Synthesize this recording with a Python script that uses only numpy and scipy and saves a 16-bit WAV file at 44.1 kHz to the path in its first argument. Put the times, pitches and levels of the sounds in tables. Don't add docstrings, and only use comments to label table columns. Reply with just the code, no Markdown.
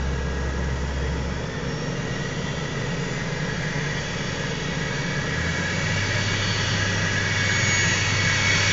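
import sys
import numpy as np
from scipy import signal
from scipy.fft import rfft, irfft
from scipy.io import wavfile
from scipy.ndimage import map_coordinates

SR = 44100
rng = np.random.default_rng(int(sys.argv[2]) if len(sys.argv) > 2 else 0)


def decibels_to_gain(level_db):
    exponent = np.asarray(level_db, float) / 20
    return 10 ** exponent


def put_to_file(sound):
    columns = np.atleast_2d(sound).T
    safe = np.clip(columns, -1, 1)
    whole_steps = np.round(safe * 32767)
    wavfile.write(sys.argv[1], SR, whole_steps.astype(np.int16))


N = 384552

# t/s, firing f/Hz
FIRING_HZ_AT_S = [(0.0, 66.4), (0.5, 67.1), (1.2, 67.6), (1.4, 68.5), (1.6, 71.9), (5.2, 72.4), (5.4, 80.1),
                  (5.6, 88.5), (5.8, 95.2), (6.0, 99.0), (6.35, 100.6), (7.6, 98.3), (8.4, 99.5),
                  (8.72, 99.4)]
# firing f/Hz, firing level/dB, octave level/dB, crank level/dB, one-bank level/dB
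ORDERS_AT_HZ = [(67.6, -28, -37, -52, -48), (68.6, -33, -42, -55, -46), (71.5, -43, -35, -42, -57),
                (74, -43, -35, -42, -57), (80, -31, -31, -45, -57), (89, -34.5, -33, -54, -52),
                (95, -34, -46, -46, -45), (99, -28.7, -52, -41, -47)]
# firing f/Hz, boom level/dB, clatter level/dB, floor panel level/dB, air brightness/(dB/octave)
SHAKE_AT_HZ = [(62.6, -32, -35.5, -37, 2.5), (73, -30.5, -35, -35.5, -1.5), (94, -30, -33, -41, -2),
               (99, -29.5, -33, -49.5, -1)]
# f/Hz, level/dB per Hz
BOOM_SPECTRUM = [(4, -29.5), (20, -25), (45, -18.5), (75, -8.5), (98, -14), (118, 0), (145, -3.5),
                 (168, 1.5), (190, -5.5), (205, -7), (280, -15), (340, -20)]
# f/Hz, level/dB per Hz
CLATTER_SPECTRUM = [(220, -7), (300, 1.5), (450, -1.5), (600, -3.5), (800, -7), (1300, -6), (2000, -9),
                    (2300, -25), (4000, -24.5), (7000, -31), (8300, -45.5)]
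# f/Hz, width/Hz, level/dB
CAB_MODES = [(310, 34, -5), (555, 130, 4.5), (753, 130, -6), (851, 54, 7), (955, 46, 5), (1119, 31, -10),
             (1281, 23, 3.5), (1798, 180, -7), (1910, 110, 7), (2137, 64, -11), (2224, 67, 8.5),
             (2340, 45, 6.5), (2534, 53, 4), (2670, 30, -5.5), (2828, 65, 3.5), (3124, 85, -9.5),
             (3420, 110, 0), (3570, 60, 0), (3770, 39, -9), (3740, 57, -4), (3840, 55, 4.5), (4160, 57, -1),
             (4380, 120, -3.5), (4570, 64, 2), (4900, 50, 5.5), (5030, 120, -2.5), (5610, 100, 7),
             (6055, 140, 5.5), (6230, 80, -5), (7040, 170, 2.5)]
# t/s, f/Hz
SHAFT_HZ_AT_S = [(0.0, 1662), (0.3, 1687), (0.8, 1732), (1.0, 1756.6), (1.75, 1842.7), (2.25, 1910.8),
                 (3.0, 2023.6), (4.0, 2157), (4.5, 2216.1), (4.75, 2239.1), (5.0, 2254.9), (5.5, 2259.6),
                 (5.75, 2254.7), (6.5, 2243.3), (7.25, 2229.2), (7.75, 2224.7), (8.72, 2222.8)]
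# t/s, level/dB
WHISTLE_DB_AT_S = [(0.0, -50), (0.25, -46), (1.0, -47), (1.75, -46), (2.2, -42.5), (3.0, -45), (3.7, -48),
                   (4.75, -47), (5.05, -42.5), (5.35, -46), (5.75, -37), (6.5, -40), (7.03, -48),
                   (7.3, -35), (7.65, -28), (8.03, -35.5), (8.25, -30), (8.72, -29.5)]
# f/Hz, width/Hz, level/dB
WHISTLE_NULLS = [(1716, 40, -20), (1789, 24, -16), (1848, 16, -6), (2024, 24, -8), (2090, 20, -6),
                 (2182, 46, -20), (2240, 8, -4)]
# t/s, length/s, peak level/dB
SECOND_FLARES = [
    (3.9, .4, -55),
    (5.0, 0.45, -53),
    (5.65, 0.32, -52),
    (6.093, 0.5, -47.5),
    (6.52, 0.64, -37.5),
    (7.65, .5, -41.5),
    (8.216, 0.34, -37),
    (8.626, 0.33, -35.5),
]
# t/s, length/s, peak level/dB
THIRD_FLARES = [(1.35, .7, -56), (1.79, .3, -44), (2.5, .7, -52), (3.2, .2, -53), (3.85, .3, -53),
                (4.3, .3, -55), (4.8, .2, -53), (5.8, .4, -50), (6.3, .4, -50), (7.75, .5, -30.5),
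                (8.45, .6, -43)]
# t/s, f/Hz, level/dB, third multiple level/dB
TRAILING_WHISTLE = [(0.0, 1618, -50, -68), (0.3, 1643, -41.5, -66), (0.7, 1682, -46, -68),
                    (1.05, 1716, -50, -66), (1.3, 1742, -60, -66), (1.6, 1773, -48, -66),
                    (1.95, 1817, -56, -64), (2.15, 1844, -56, -50), (2.4, 1879, -56, -63),
                    (3.1, 1972, -57, -56), (3.45, 2022, -57, -63), (3.75, 2065, -56, -56),
                    (4.25, 2131, -57, -54), (4.6, 2180, -56, -61), (5.0, 2232, -58, -55),
                    (5.3, 2243, -62, -56), (5.9, 2240, -66, -54), (6.3, 2238, -75, -75)]
# multiple of shaft speed, level/dB
BEARING_TONES = [(2.528, -58), (3.42, -54), (4.02, -61)]
# f/Hz, width/Hz, level/dB
HOUSING_MODES = [(4900, 50, -7), (5530, 70, 1), (5710, 90, 0), (6400, 150, -3), (6990, 120, 1)]
# t/s, level/dB
FLOW_DB_AT_S = [(0.0, -45.5), (0.4, -46), (1.4, -45.5), (2.25, -41.5), (3.0, -41.5), (3.6, -39.5),
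                (4.5, -38.5), (5.2, -38), (5.8, -35.5), (6.3, -34), (6.7, -33), (7.05, -34.5), (7.4, -32.5),
                (7.8, -30), (8.2, -31), (8.72, -28)]
# t/s, length/s, pipe level/dB, elbow level/dB
DUCT_SURGES = [(0.1, .5, 2, -9), (0.7, 1.0, 2, 2), (2.3, 1.2, -4, 1.5), (3.65, 1, 5, 5.5),
               (4.413, 0.1, 7, -3), (4.95, .3, 6, -0.5), (5.5, 1, 6.5, 4), (6.164, 0.33, 3, 2.5),
               (6.8, .3, 1.5, 1), (7.25, 1, 7.5, 3), (7.8, .4, 1.5, 2), (8.1, .2, -1, 0.5),
               (8.396, 0.35, 1, 3.5)]
# f/Hz, level/dB per Hz
RUSH_SPECTRUM = [(600, -11), (850, -8.5), (1300, -2.5), (1900, -3), (2500, -1.5), (3300, 1.5), (4000, -6),
                 (4600, -4.5), (5200, -7.5), (5700, -6.5), (6800, -5.5), (7050, -14), (7450, -14.5),
                 (8300, -33.5)]
# f/Hz, width/Hz, level/dB
PIPE_MODES = [(1657.7, 40, 2), (1692, 29, -1.5), (1554, 30, -5.5)]
# f/Hz, width/Hz, level/dB
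ELBOW_MODES = [(1888, 74, 0.5), (1935, 60, 4), (2024, 63, -3)]
# f/Hz, width/Hz, level/dB
SHROUD_MODES = [(4520, 110, 0), (5700, 60, -3)]
# t/s, f/Hz, level/dB
PUMP_HUM = [(0.8, 242.7, -60), (1.5, 253.5, -41), (2.4, 264.2, -43), (3.2, 269.5, -47), (4.4, 275, -47),
            (5.6, 276, -46), (6.0, 281, -64)]
# t/s, f/Hz, level/dB
FAN_HUM = [(2.3, 402, -64), (2.7, 404, -47), (4.6, 404.8, -52.5), (5.2, 404.3, -55.5), (5.85, 547.4, -46),
           (6.2, 605, -43), (6.5, 620, -73)]


def in_time(rows):
    s, *columns = np.transpose(rows)
    return [np.interp(np.arange(N) / SR, s, column) for column in columns]


def at_speed(rows, firing_hz):
    hz, *columns = np.transpose(rows)
    return [np.interp(firing_hz, hz, column) for column in columns]


def swells(rows):
    s, length_s = np.transpose(rows)[:2, :, None]
    return np.exp(-(2 * (np.arange(N) / SR - s) / length_s) ** 2)


def rms_one(x):
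    return x / np.sqrt(np.mean(x ** 2) + 1e-20)


def drift(rate_per_s):
    pole = np.exp(-80 * np.pi * rate_per_s / SR)
    sparse = rng.standard_normal(N // 40 + 2002)
    slow = signal.lfilter([1], [1, -2 * pole, pole * pole], sparse)[2000:]
    return np.interp(np.arange(N) / 40, np.arange(len(slow)), rms_one(slow))


def tone(turns, level_db, flutter_db, rate_per_s):
    height = np.sqrt(2) * decibels_to_gain(level_db + flutter_db * drift(rate_per_s))
    return height * np.sin(2 * np.pi * (turns + rng.random()))


def resonate(x, hz, width_hz):
    r = np.exp(-np.pi * width_hz / SR)
    poles = [1, -2 * r * np.cos(2 * np.pi * hz / SR), r * r]
    return signal.lfilter([(1 - r * r) / 2, 0, (r * r - 1) / 2], poles, x)


def resonate_twice(x, hz, width_hz):
    return resonate(resonate(x, hz, width_hz), hz, width_hz)


def through_cab(x, spectrum):
    hz = np.arange(N // 2 + 1) * SR / N + 1e-3
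    points = np.array(spectrum)
    level_db = np.interp(np.log(hz), np.log(points[:, 0]), points[:, 1], left=-80, right=-80)
    for centre_hz, width_hz, bell_db in CAB_MODES:
        level_db += bell_db / (1 + (2 * (hz - centre_hz) / width_hz) ** 2)
    return rms_one(irfft(rfft(x) * decibels_to_gain(level_db), N))


def framewise(x, gain, size):
    hz, s, frames = signal.stft(x, SR, nperseg=size)
    return signal.istft(frames * gain(hz[:, None], s[None]), SR, nperseg=size)[1][..., :N]


def firing_orders(turns, firing_hz):
    firing_db, octave_db, crank_db, bank_db = at_speed(ORDERS_AT_HZ, firing_hz)
    orders = tone(turns, firing_db, flutter_db=0.6, rate_per_s=4.0)
    orders += tone(2 * turns, octave_db, flutter_db=1.5, rate_per_s=3.0)
    orders += tone(4 * turns, firing_db - 21, flutter_db=2.0, rate_per_s=3.0)
    orders += tone(turns / 4, crank_db, flutter_db=1.2, rate_per_s=1.5)
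    orders += tone(turns * 3 / 8, bank_db, flutter_db=2.0, rate_per_s=1.5)
    return orders


def uneven_firings(turns):
    fired = np.diff(np.floor(turns), prepend=0)
    surplus = rng.standard_normal(8)
    cylinder = np.floor(turns).astype(int) % 8
    return fired * (surplus - surplus.mean())[cylinder]


def engine(firing_hz):
    boom_db, clatter_db, panel_db, _ = at_speed(SHAKE_AT_HZ, firing_hz)
    fade_from_s, fade_db_per_s = 7.9, 1
    boom_db -= fade_db_per_s * np.maximum(np.arange(N) / SR - fade_from_s, 0)
    turns = np.cumsum(firing_hz) / SR
    orders = firing_orders(turns, firing_hz)
    pattern = uneven_firings(turns)
    boom = through_cab(rng.standard_normal(N), BOOM_SPECTRUM) + decibels_to_gain(-9) * through_cab(pattern, BOOM_SPECTRUM)
    knock = rng.standard_normal(N) * (1 + 0.12 * np.cos(2 * np.pi * turns))
    clatter = through_cab(knock, CLATTER_SPECTRUM)
    panel = rms_one(resonate(rng.standard_normal(N), hz=456, width_hz=47))
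    shake = decibels_to_gain(boom_db - 1.0) * boom + decibels_to_gain(clatter_db - 0.5) * clatter + decibels_to_gain(panel_db - 2.5) * panel
    return orders + shake


def overtone(turns, flares, flow_db):
    height = decibels_to_gain(flow_db - 29) + decibels_to_gain(np.array(flares)[:, 2]) @ swells(flares)
    return height * tone(turns, 0, flutter_db=1.2, rate_per_s=7.0)


def trailing_whistle():
    hz, level_db, third_db = in_time(TRAILING_WHISTLE)
    turns = np.cumsum(hz) / SR
    whistle = tone(turns, level_db, flutter_db=1.3, rate_per_s=6.0)
    return whistle + tone(3 * turns, third_db, flutter_db=2.0, rate_per_s=5.0)


def bearings(turns):
    tones = sum(tone(k * turns, db, flutter_db=2.5, rate_per_s=3.0) for k, db in BEARING_TONES)
    return sum(decibels_to_gain(db) * resonate_twice(tones, hz, width_hz) for hz, width_hz, db in HOUSING_MODES)


def turbo(shaft_hz, whistle_db, flow_db):
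    turns = np.cumsum(shaft_hz + 0.83 * drift(8.0)) / SR
    cancel_db = sum(db * np.exp(-(2 * (shaft_hz - hz) / width_hz) ** 2)
                    for hz, width_hz, db in WHISTLE_NULLS)
    whistle = tone(turns, whistle_db + cancel_db, flutter_db=1.3, rate_per_s=6.0)
    whistle += overtone(2 * turns, SECOND_FLARES, flow_db)
    whistle += overtone(3 * turns, THIRD_FLARES, flow_db)
    whistle += trailing_whistle()
    whistle += tone(3.05 * turns, flow_db - 21, flutter_db=3.0, rate_per_s=3.0)
    return whistle + bearings(turns)


def patches(spread_db, width_hz, hold_s):
    field = rng.standard_normal((400, 100))

    def gain(hz, s):
        where = np.broadcast_arrays(hz / width_hz, s / hold_s)
        return decibels_to_gain(spread_db * map_coordinates(field, where, order=1))
    return gain


def sing(air, modes):
    return rms_one(sum(decibels_to_gain(db) * resonate_twice(air, hz, 1.5 * width_hz) for hz, width_hz, db in modes))


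def duct_levels(flow_db):
    pipe_db, elbow_db = flow_db + np.transpose(DUCT_SURGES)[2:] @ swells(DUCT_SURGES)
    flicker_db, flicker_per_s = 1.5, 6.0
    pipe_db += -3.5 + flicker_db * drift(flicker_per_s)
    elbow_db += 0.5 + flicker_db * drift(flicker_per_s)
    return pipe_db, elbow_db


def intake(flow_db, brightness_db):
    pipe_db, elbow_db = duct_levels(flow_db)
    air = rng.standard_normal((4, N))
    sway = patches(spread_db=2.8, width_hz=70, hold_s=0.5)

    def colour(hz, s):
        slope_db = brightness_db[np.minimum(s * SR, N - 1).astype(int)]
        octaves_up = np.log2(np.maximum(hz / 3300, 1))
        return sway(hz, s) * decibels_to_gain(slope_db * octaves_up)
    rush = framewise(through_cab(air[0], RUSH_SPECTRUM), colour, size=2048)
    ducts = decibels_to_gain(pipe_db - 0.5) * sing(air[1], PIPE_MODES) + decibels_to_gain(elbow_db - 2.5) * sing(air[2], ELBOW_MODES)
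    shroud = decibels_to_gain(1.7 * (flow_db + 30) - 40) * sing(air[3], SHROUD_MODES)
    return shroud + ducts + decibels_to_gain(flow_db + 3.5) * rush


def hum(rows):
    hz, level_db = in_time(rows)
    return tone(np.cumsum(hz) / SR, level_db, flutter_db=1.0, rate_per_s=3.0)


def scene():
    firing_hz, = in_time(FIRING_HZ_AT_S)
    shaft_hz, = in_time(SHAFT_HZ_AT_S)
    whistle_db, = in_time(WHISTLE_DB_AT_S)
    flow_db, = in_time(FLOW_DB_AT_S)
    brightness_db = at_speed(SHAKE_AT_HZ, firing_hz)[-1]
    air = intake(flow_db, brightness_db)
    cab = engine(firing_hz) + hum(PUMP_HUM) + hum(FAN_HUM) + turbo(shaft_hz, whistle_db, flow_db) + air
    return np.array([cab, cab])


def low_pass(x):
    return signal.sosfilt(signal.butter(12, 8020, fs=SR, output="sos"), x)


def record(dry):
    extra_steps = np.floor(1.7 * rng.exponential(1, 400))

    def below_edge(hz, s):
        return hz < 7413 + 52 * extra_steps[np.arange(s.size)]
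    mix = framewise(dry, below_edge, size=3600) + 0.0014
    return low_pass(mix)


dry = scene()
out = record(dry)
put_to_file(out)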